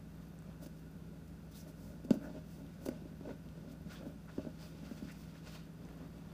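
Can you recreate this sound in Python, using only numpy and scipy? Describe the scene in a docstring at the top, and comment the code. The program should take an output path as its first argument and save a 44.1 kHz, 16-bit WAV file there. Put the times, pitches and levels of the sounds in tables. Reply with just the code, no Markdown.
"""In a quiet room with a steady hum, hands work nylon cord round a rubber boot that lies on a lap.
Sleeves and jeans brush as the boot is turned. Stick-slip friction makes the cord zip through its knot
and the fingers skid and drag on the rubber. Loudest are the impacts: cord flicks and finger bumps
excite the damped modes of the wall and draw a thud from the hollow boot."""
import sys
import numpy as np
from scipy import signal
from scipy.fft import rfft, irfft
from scipy.io import wavfile

SR = 44100
rng = np.random.default_rng(int(sys.argv[2]) if len(sys.argv) > 2 else 0)


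def store_wav(level_fs):
    """Save 16-bit WAV to argv[1]."""
    pcm = np.round(np.clip(np.atleast_2d(level_fs), -1, 1) * 32767)
    wavfile.write(sys.argv[1], SR, pcm.T.astype(np.int16))


N = 279153
TIME = np.arange(N) / SR
FREQS = np.fft.rfftfreq(N, 1 / SR)


def amp(db):
    """Amplitude ratio: tenfold for every 20 dB."""
    return 10 ** (np.asarray(db) / 20)


def unit(x):
    """Normalisation to rms 1."""
    return x / np.sqrt(np.mean(x ** 2) + 1e-20)


def read(points, hz):
    """Interpolation on a log-frequency axis."""
    f, value = np.transpose(points)
    return np.interp(np.log(hz + 1), np.log(f + 1), value)


def add(mix, start_s, sound):
    """Superposition of a delayed sound on the mix."""
    part = mix[round(start_s * SR):][:len(sound)]
    part += sound[:len(part)]


def colour(x, spectrum):
    """Spectral shaping, to rms 1."""
    gain = amp(read(spectrum, np.fft.rfftfreq(len(x), 1 / SR)))
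    return unit(irfft(rfft(x) * gain, len(x)))


def follow(curves):
    """Amplitude envelope interpolated from level curves, silent outside them."""
    return sum(np.interp(TIME, times, amp(db), 0, 0) for times, db in map(np.transpose, curves))


def wander(rate_hz):
    """Slow random modulation: low-passed noise of rms 1."""
    return unit(irfft(rfft(rng.standard_normal(N)) * np.exp(-(FREQS / rate_hz) ** 2), N))


def slips(per_s, spread_db):
    """Stick-slip friction as a Poisson train of uneven impulses."""
    size = amp(spread_db * np.minimum(rng.exponential(1, N), 3))
    sign = rng.choice([-1, 1], N)
    return unit(size * sign * (rng.random(N) < per_s / SR))


def stroke(peak_s, duration_s, db, rise_share):
    """Friction grows with speed: one hand movement gives a skewed Gaussian envelope."""
    width_s = duration_s * np.where(TIME < peak_s, rise_share, 1 - rise_share)
    return amp(db) * np.exp(-((TIME - peak_s) / width_s) ** 2 / np.sqrt(2))


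def ringing(modes, t):
    """Free vibration as a sum of exponentially damped modes."""
    return sum(amp(db - 60 * t / t60) * np.sin(2 * np.pi * hz * t) for hz, db, t60 in modes)


def background(air_db=-55):
    """Broadband room noise under the forced vibration of an appliance: a drone and a faint whine."""
    # room air and microphone hiss: (frequency [Hz], relative level [dB])
    air_spectrum = [(10, -19), (35, -21), (62, -1.5), (105, -3), (130, -6), (160, -5.5), (195, 1),
                    (280, -8), (400, -12.5), (600, -19.5), (1000, -25), (1500, -27.5), (2100, -32),
                    (4900, -36.5), (9000, -40.5), (15200, -40)]
    # appliance tones: (frequency [Hz], level [dB])
    hum_tones = [(59.4, -61), (84, -68), (120, -73.5), (160.25, -55), (179.5, -63), (209, -67),
                 (278.5, -67.5), (4151, -89.5), (4921, -92)]
    air = amp(air_db) * colour(rng.standard_normal(N), air_spectrum)
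    drift_rad = .2 * wander(rate_hz=2)
    hum = np.zeros(N)
    for hz, db in hum_tones:
        phase = 2 * np.pi * (hz * TIME + rng.random()) + drift_rad * np.sqrt(hz / hum_tones[0][0])
        hum += amp(db) * unit(np.cos(phase))
    return air + hum


def room(x, gap_s=.016, echoes_per_s=2500):
    """Reverberation: sparse reflections of a small room, each band absorbed at its own rate."""
    # reverberation times: (frequency [Hz], T60 [s])
    decay_times = [(100, 0.59), (500, 0.21), (3000, 0.59), (14000, 0.16)]
    t = TIME[:SR // 2]
    echoes = rng.choice([-1., 1.], len(t)) * (rng.random(len(t)) < echoes_per_s / SR) * (t > gap_s)
    hz, delay_s, bands = signal.stft(echoes, SR, nperseg=256)
    decay = amp(-60 * delay_s / read(decay_times, hz)[:, None])
    tail = signal.istft(bands * decay, SR, nperseg=256)[1]
    return signal.oaconvolve(x, tail / np.linalg.norm(tail))[:N]


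def cloth(uneven_db=2.8):
    """Friction noise: sleeves and jeans brush softly, thread over thread."""
    # brushing as the knot is drawn tight, then as the boot is turned: (time [s], level [dB])
    brush_curves = [
        [(2.22, -86), (2.37, -67.5), (2.43, -86), (2.95, -71), (3.14, -90), (3.3, -68.5), (3.37, -85),
         (3.74, -72)],
        [(3.85, -84), (3.92, -60), (4.02, -69), (4.18, -96), (4.25, -74), (4.42, -64), (4.53, -75), (4.65, -60),
         (4.71, -70), (4.87, -65), (5.25, -67.5), (5.42, -68), (5.48, -59), (5.57, -61.5), (5.68, -89),
         (5.85, -74.5), (6.33, -74)],
    ]
    # rubbed fabric: (frequency [Hz], relative level [dB])
    brush_spectrum = [(300, 12.5), (900, 8.5), (1500, 3.5), (2300, 3.5), (3000, 4), (3700, 4), (4300, 3.5),
                      (4900, 3.5), (6200, -2), (7500, -4), (11000, -13), (15500, -9.5)]
    threads = colour(slips(per_s=7000, spread_db=2), brush_spectrum)
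    return follow(brush_curves) * amp(uneven_db * wander(rate_hz=23)) * threads


def dull_scuffing(gain_db=-2, uneven_db=2):
    """Sparse stick-slip scuffs dully: fingers fumble at first, later the boot shifts on the jeans."""
    # one curve for the fingers, one for the boot on the jeans: (time [s], relative level [dB])
    scuffing_curves = [
        [(0.1, -76), (0.2, -63), (0.36, -80), (0.55, -62)],
        [(5.72, -82), (6.02, -58), (6.08, -66), (6.33, -59)],
    ]
    # dull scuffing: (frequency [Hz], relative level [dB])
    scuffing_spectrum = [(300, 11.5), (800, 5.5), (1300, 1.5), (1500, -9), (1750, -0.5), (2100, -10),
                         (2650, -9), (3500, -8.5), (9000, -24)]
    envelope = follow(scuffing_curves) * amp(gain_db + uneven_db * wander(rate_hz=18))
    return envelope * colour(slips(per_s=1200, spread_db=0), scuffing_spectrum)


def creaks(level_db=-88, decay_s=.003):
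    """Release of tension: nylon fibres slip now and then with tiny, high crackles."""
    t = TIME[:SR // 40]
    burst = rng.standard_normal(len(t)) * np.exp(-t / decay_s)
    crackle = colour(burst, [(2000, -24), (6000, -26), (12500, 1), (15500, -10)])
    fibres = slips(per_s=16, spread_db=2)
    return amp(level_db) * unit(signal.oaconvolve(fibres, crackle)[:N])


def ticks(decay_s=0.0014, skirt_db=-22):
    """Impact transients: each short, hard contact is a burst of noise round one frequency."""
    # nails and cord ends: (time [s], peak level [dB], centre frequency [Hz])
    contacts = [(0.389, -53.5, 7700), (0.423, -50.5, 870), (0.794, -54, 796), (2.14, -50.5, 13500),
                (2.214, -56, 1100), (2.665, -56, 3500), (2.887, -42.5, 1880), (3.488, -55, 3200),
                (5.851, -54.5, 5950), (5.888, -50.5, 1880), (5.953, -58, 1000)]
    out, t = np.zeros(N), TIME[:SR // 40]
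    for start_s, db, hz in contacts:
        grit = colour(rng.standard_normal(len(t)), [(hz / 2, skirt_db), (hz, 0), (hz * 2, skirt_db)])
        ping = grit * np.exp(-t / decay_s)
        add(out, start_s, amp(db) * ping / np.abs(ping).max())
    return out


def skids(width_hz=900):
    """Nearly periodic stick-slip: a noise band round the slip rate, gliding as a finger changes speed."""
    # skin on cord and rubber: (peak time [s], duration [s], level [dB], pitch [Hz], glide [octaves/s])
    slides = [(1.565, 0.042, -64.5, 4020, 4.5), (1.61, .022, -64, 5700, 2.5), (1.68, 0.021, -68, 1476, -5),
              (2.253, 0.053, -64, 1557, 3), (3.304, .03, -64.5, 1760, -0.5),
              (3.937, 0.055, -61.5, 1522, 4.5), (3.973, .045, -66.5, 3370, 0),
              (4.027, 0.02, -66.5, 1503, 2), (4.296, 0.02, -55.5, 1192, -4.5), (4.644, .047, -67, 4670, -1),
              (4.9, 0.098, -71, 1472, 0), (5.108, 0.036, -60.5, 2007, 11.5), (5.36, 0.027, -66.5, 1780, 8),
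              (5.56, 0.1, -70, 3860, -0.5)]
    out, pole = np.zeros(N), np.exp(-np.pi * width_hz / SR)
    ridges = slips(per_s=7000, spread_db=1.5)
    low_noise = unit(signal.lfilter([1], np.poly([pole, pole]), ridges))
    for peak_s, duration_s, db, hz, glide in slides:
        pitch = hz * 2 ** np.clip(glide * (TIME - peak_s), -1, 1)
        band = unit(low_noise * np.cos(2 * np.pi * np.cumsum(pitch) / SR))
        out += stroke(peak_s, duration_s, db, rise_share=0.6) * band
    return out


def zips():
    """Roughness noise: the braid's fine ribs catch in a bright fizz; overlapping pulls add in power."""
    # cord sliding over cord: (peak time [s], duration [s], level [dB])
    pulls = [(0.22, .06, -70), (0.634, 0.034, -54), (0.666, 0.011, -54.5), (0.775, .05, -68),
             (1.28, .015, -66), (1.519, 0.017, -59.5), (1.573, 0.072, -53.5), (1.688, .035, -58.5),
             (1.84, 0.16, -62), (2.049, .012, -59), (2.142, 0.029, -56.5), (2.244, .05, -62.5),
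             (2.525, 0.13, -62.5), (2.837, 0.074, -61), (2.862, 0.016, -47), (2.89, 0.0062, -49),
             (3.721, .016, -59.5), (3.935, .03, -57.5), (4.07, .05, -65), (4.65, 0.1, -61),
             (4.933, 0.17, -64.5), (5.119, .013, -54), (5.2, 0.098, -62), (5.526, 0.074, -62)]
    # rubbed braid: (frequency [Hz], relative level [dB])
    braid_spectrum = [(600, 1), (2000, -1.5), (3200, -0.5), (5200, 5.5), (8000, 1.5), (11000, 0.5),
                      (14500, 2.5), (16000, 11.5)]
    speed = np.sqrt(sum(stroke(*pull, rise_share=0.38) ** 2 for pull in pulls))
    return speed * colour(slips(per_s=28000, spread_db=4.5), braid_spectrum)


def wall_ring(contact_s=0.00069):
    """Impulse response of the boot wall; soft rubber takes a moment to give."""
    # wall resonances: (frequency [Hz], relative level [dB], T60 [s])
    wall_modes = [(274.8, 6, 0.052), (375, 2.5, 0.027), (460, -0.5, 0.024), (540.4, -3, 0.053),
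                  (575.4, -8.5, 0.026), (829, -12, 0.048), (1493, -16.5, 0.032), (2620, -8, 0.0043)]
    t = TIME[:SR // 8]
    return ringing(wall_modes, t) * (1 - np.exp(-t / contact_s))


def nudges(level_db=-69):
    """Impulse excitation: the holding hand touches the wall lightly at random moments."""
    touches = slips(per_s=14, spread_db=1)
    return amp(level_db) * unit(signal.oaconvolve(touches, wall_ring())[:N])


def drags():
    """Stick-slip drives a resonator: every slip of the fingers taps the boot wall."""
    # rubber dragging under the hand: (peak time [s], duration [s], level [dB])
    rubs = [(0.634, .035, -54), (1.675, 0.054, -53.5), (1.895, 0.18, -57), (2.13, 0.063, -45),
            (2.268, 0.096, -48), (2.367, 0.037, -47.5), (2.602, .12, -56.5), (2.89, 0.15, -51),
            (3.044, 0.049, -55), (3.287, 0.07, -44.5), (3.464, .02, -56), (3.677, 0.16, -57),
            (4.068, 0.13, -52), (4.394, .028, -43), (4.479, .025, -48.5), (4.866, 0.5, -59.5),
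            (5.848, 0.091, -58), (6.025, .05, -54)]
    speed = sum(stroke(*rub, rise_share=0.57) for rub in rubs)
    force = speed * slips(per_s=900, spread_db=3.5)
    ring = wall_ring()
    return signal.oaconvolve(force, ring / np.linalg.norm(ring))[:N]


def knocks(swell_cycles=1.08, stiffening=2, relax_s=.0014, ring_lag_s=0.00096):
    """Impact excitation: a snap, a ringing wall and a hollow thud that sags as the rubber relaxes."""
    # cord flicks and finger bumps:
    # (time [s], thud level [dB], settled pitch [Hz], snap gain re thud [dB])
    impacts = [(0.661, -43.5, 291, -3), (2.048, -35.5, 223, -22), (2.1067, -16, 213.5, -12.5),
               (2.15, -39, 280, -18), (2.8615, -40.5, 355, -1), (2.869, -43, 333, -24),
               (2.8859, -25, 249, -16), (3.019, -50, 325, -24), (3.053, -42, 275, -32),
               (3.209, -46, 334, -12), (3.272, -37.5, 265, -34), (3.291, -42.5, 393, -20),
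               (3.574, -43, 242, -35), (3.859, -40.5, 180, -21), (4.065, -35.5, 216, -18),
               (4.3801, -27.5, 253, -23), (4.4486, -45, 360, -18), (4.467, -34.5, 235, -30),
               (4.829, -42.5, 200, -30), (4.912, -33.5, 207, -32), (5.0234, -34.5, 204, -31),
               (5.049, -42.5, 239, -36)]
    # crack of cord on rubber: (frequency [Hz], relative level [dB], T60 [s])
    crack_modes = [(1420, -3, 0.0033), (2940, 6, 0.003), (3530, -6, 0.013), (4620, -1.5, 0.0096),
                   (6500, -3, .008), (7070, -7, 0.0068), (10400, -4, .003), (13800, -4, .003)]
    # scuff at contact: (frequency [Hz], relative level [dB])
    scuff_spectrum = [(500, 12), (2000, -5), (3000, 3), (5200, 4), (8000, -2), (14500, -16)]
    crack_db, crack_rise_s = -8, 0.00023
    scuff_db, scuff_s = -21, 0.015
    typical_hz, typical_snap_db = 243, -18
    out, t, ring = np.zeros(N), TIME[:SR // 8], wall_ring()
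    crack = amp(crack_db) * ringing(crack_modes, t) * (1 - np.exp(-t / crack_rise_s))
    for start_s, db, hz, snap_db in impacts:
        swell_s = swell_cycles / hz
        envelope = (t / swell_s * np.exp(1 - t / swell_s)) ** 2
        pitch = hz * (1 + stiffening * np.exp(-t / relax_s))
        thud = -envelope * np.cos(2 * np.pi * np.cumsum(pitch) / SR)
        scuff = amp(scuff_db) * np.exp(-t / scuff_s) * colour(rng.standard_normal(len(t)), scuff_spectrum)
        add(out, start_s, amp(db) * (thud + amp(snap_db) * (crack + scuff)))
        # stiffer spots (higher pitch) and harder contacts (more snap) ring the wall more
        ring_db = -11.5 + 14 * np.log2(hz / typical_hz) + 0.3061 * (snap_db - typical_snap_db)
        add(out, start_s + ring_lag_s, amp(db + ring_db) * ring)
    return out


def scene(rub_room_db=-14, blow_room_db=-18):
    """Superposition: close handling sounds and their weak reverberation, over the hum."""
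    blows = knocks() + nudges()
    rubs = drags() + zips() + skids() + ticks() + cloth() + dull_scuffing() + creaks()
    reverberation = room(amp(blow_room_db) * blows + amp(rub_room_db) * rubs)
    return (blows + rubs + reverberation + background())[None]


def record(dry, cutoff_hz=15400):
    """Resonances of the microphone housing colour the sound; a low-pass filter limits the band."""
    # housing peaks and dips: (frequency [Hz], bandwidth [Hz], gain [dB])
    housing = [(613, 21, 6), (1451, 75, 7.5), (2680, 390, 3), (2970, 380, -2), (3650, 340, 1.5),
               (4040, 170, -7), (4780, 230, 2), (5560, 290, -0.5), (6030, 210, 3)]
    for hz, width_hz, db in housing:
        band = signal.lfilter(*signal.iirpeak(hz, hz / width_hz, SR), dry)
        dry = dry + (amp(db) - 1) * band
    low_pass = signal.firwin(511, cutoff_hz, window=("kaiser", 8), fs=SR)
    return signal.oaconvolve(dry, low_pass[None], "same")


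dry = scene()
out = record(dry)
store_wav(out)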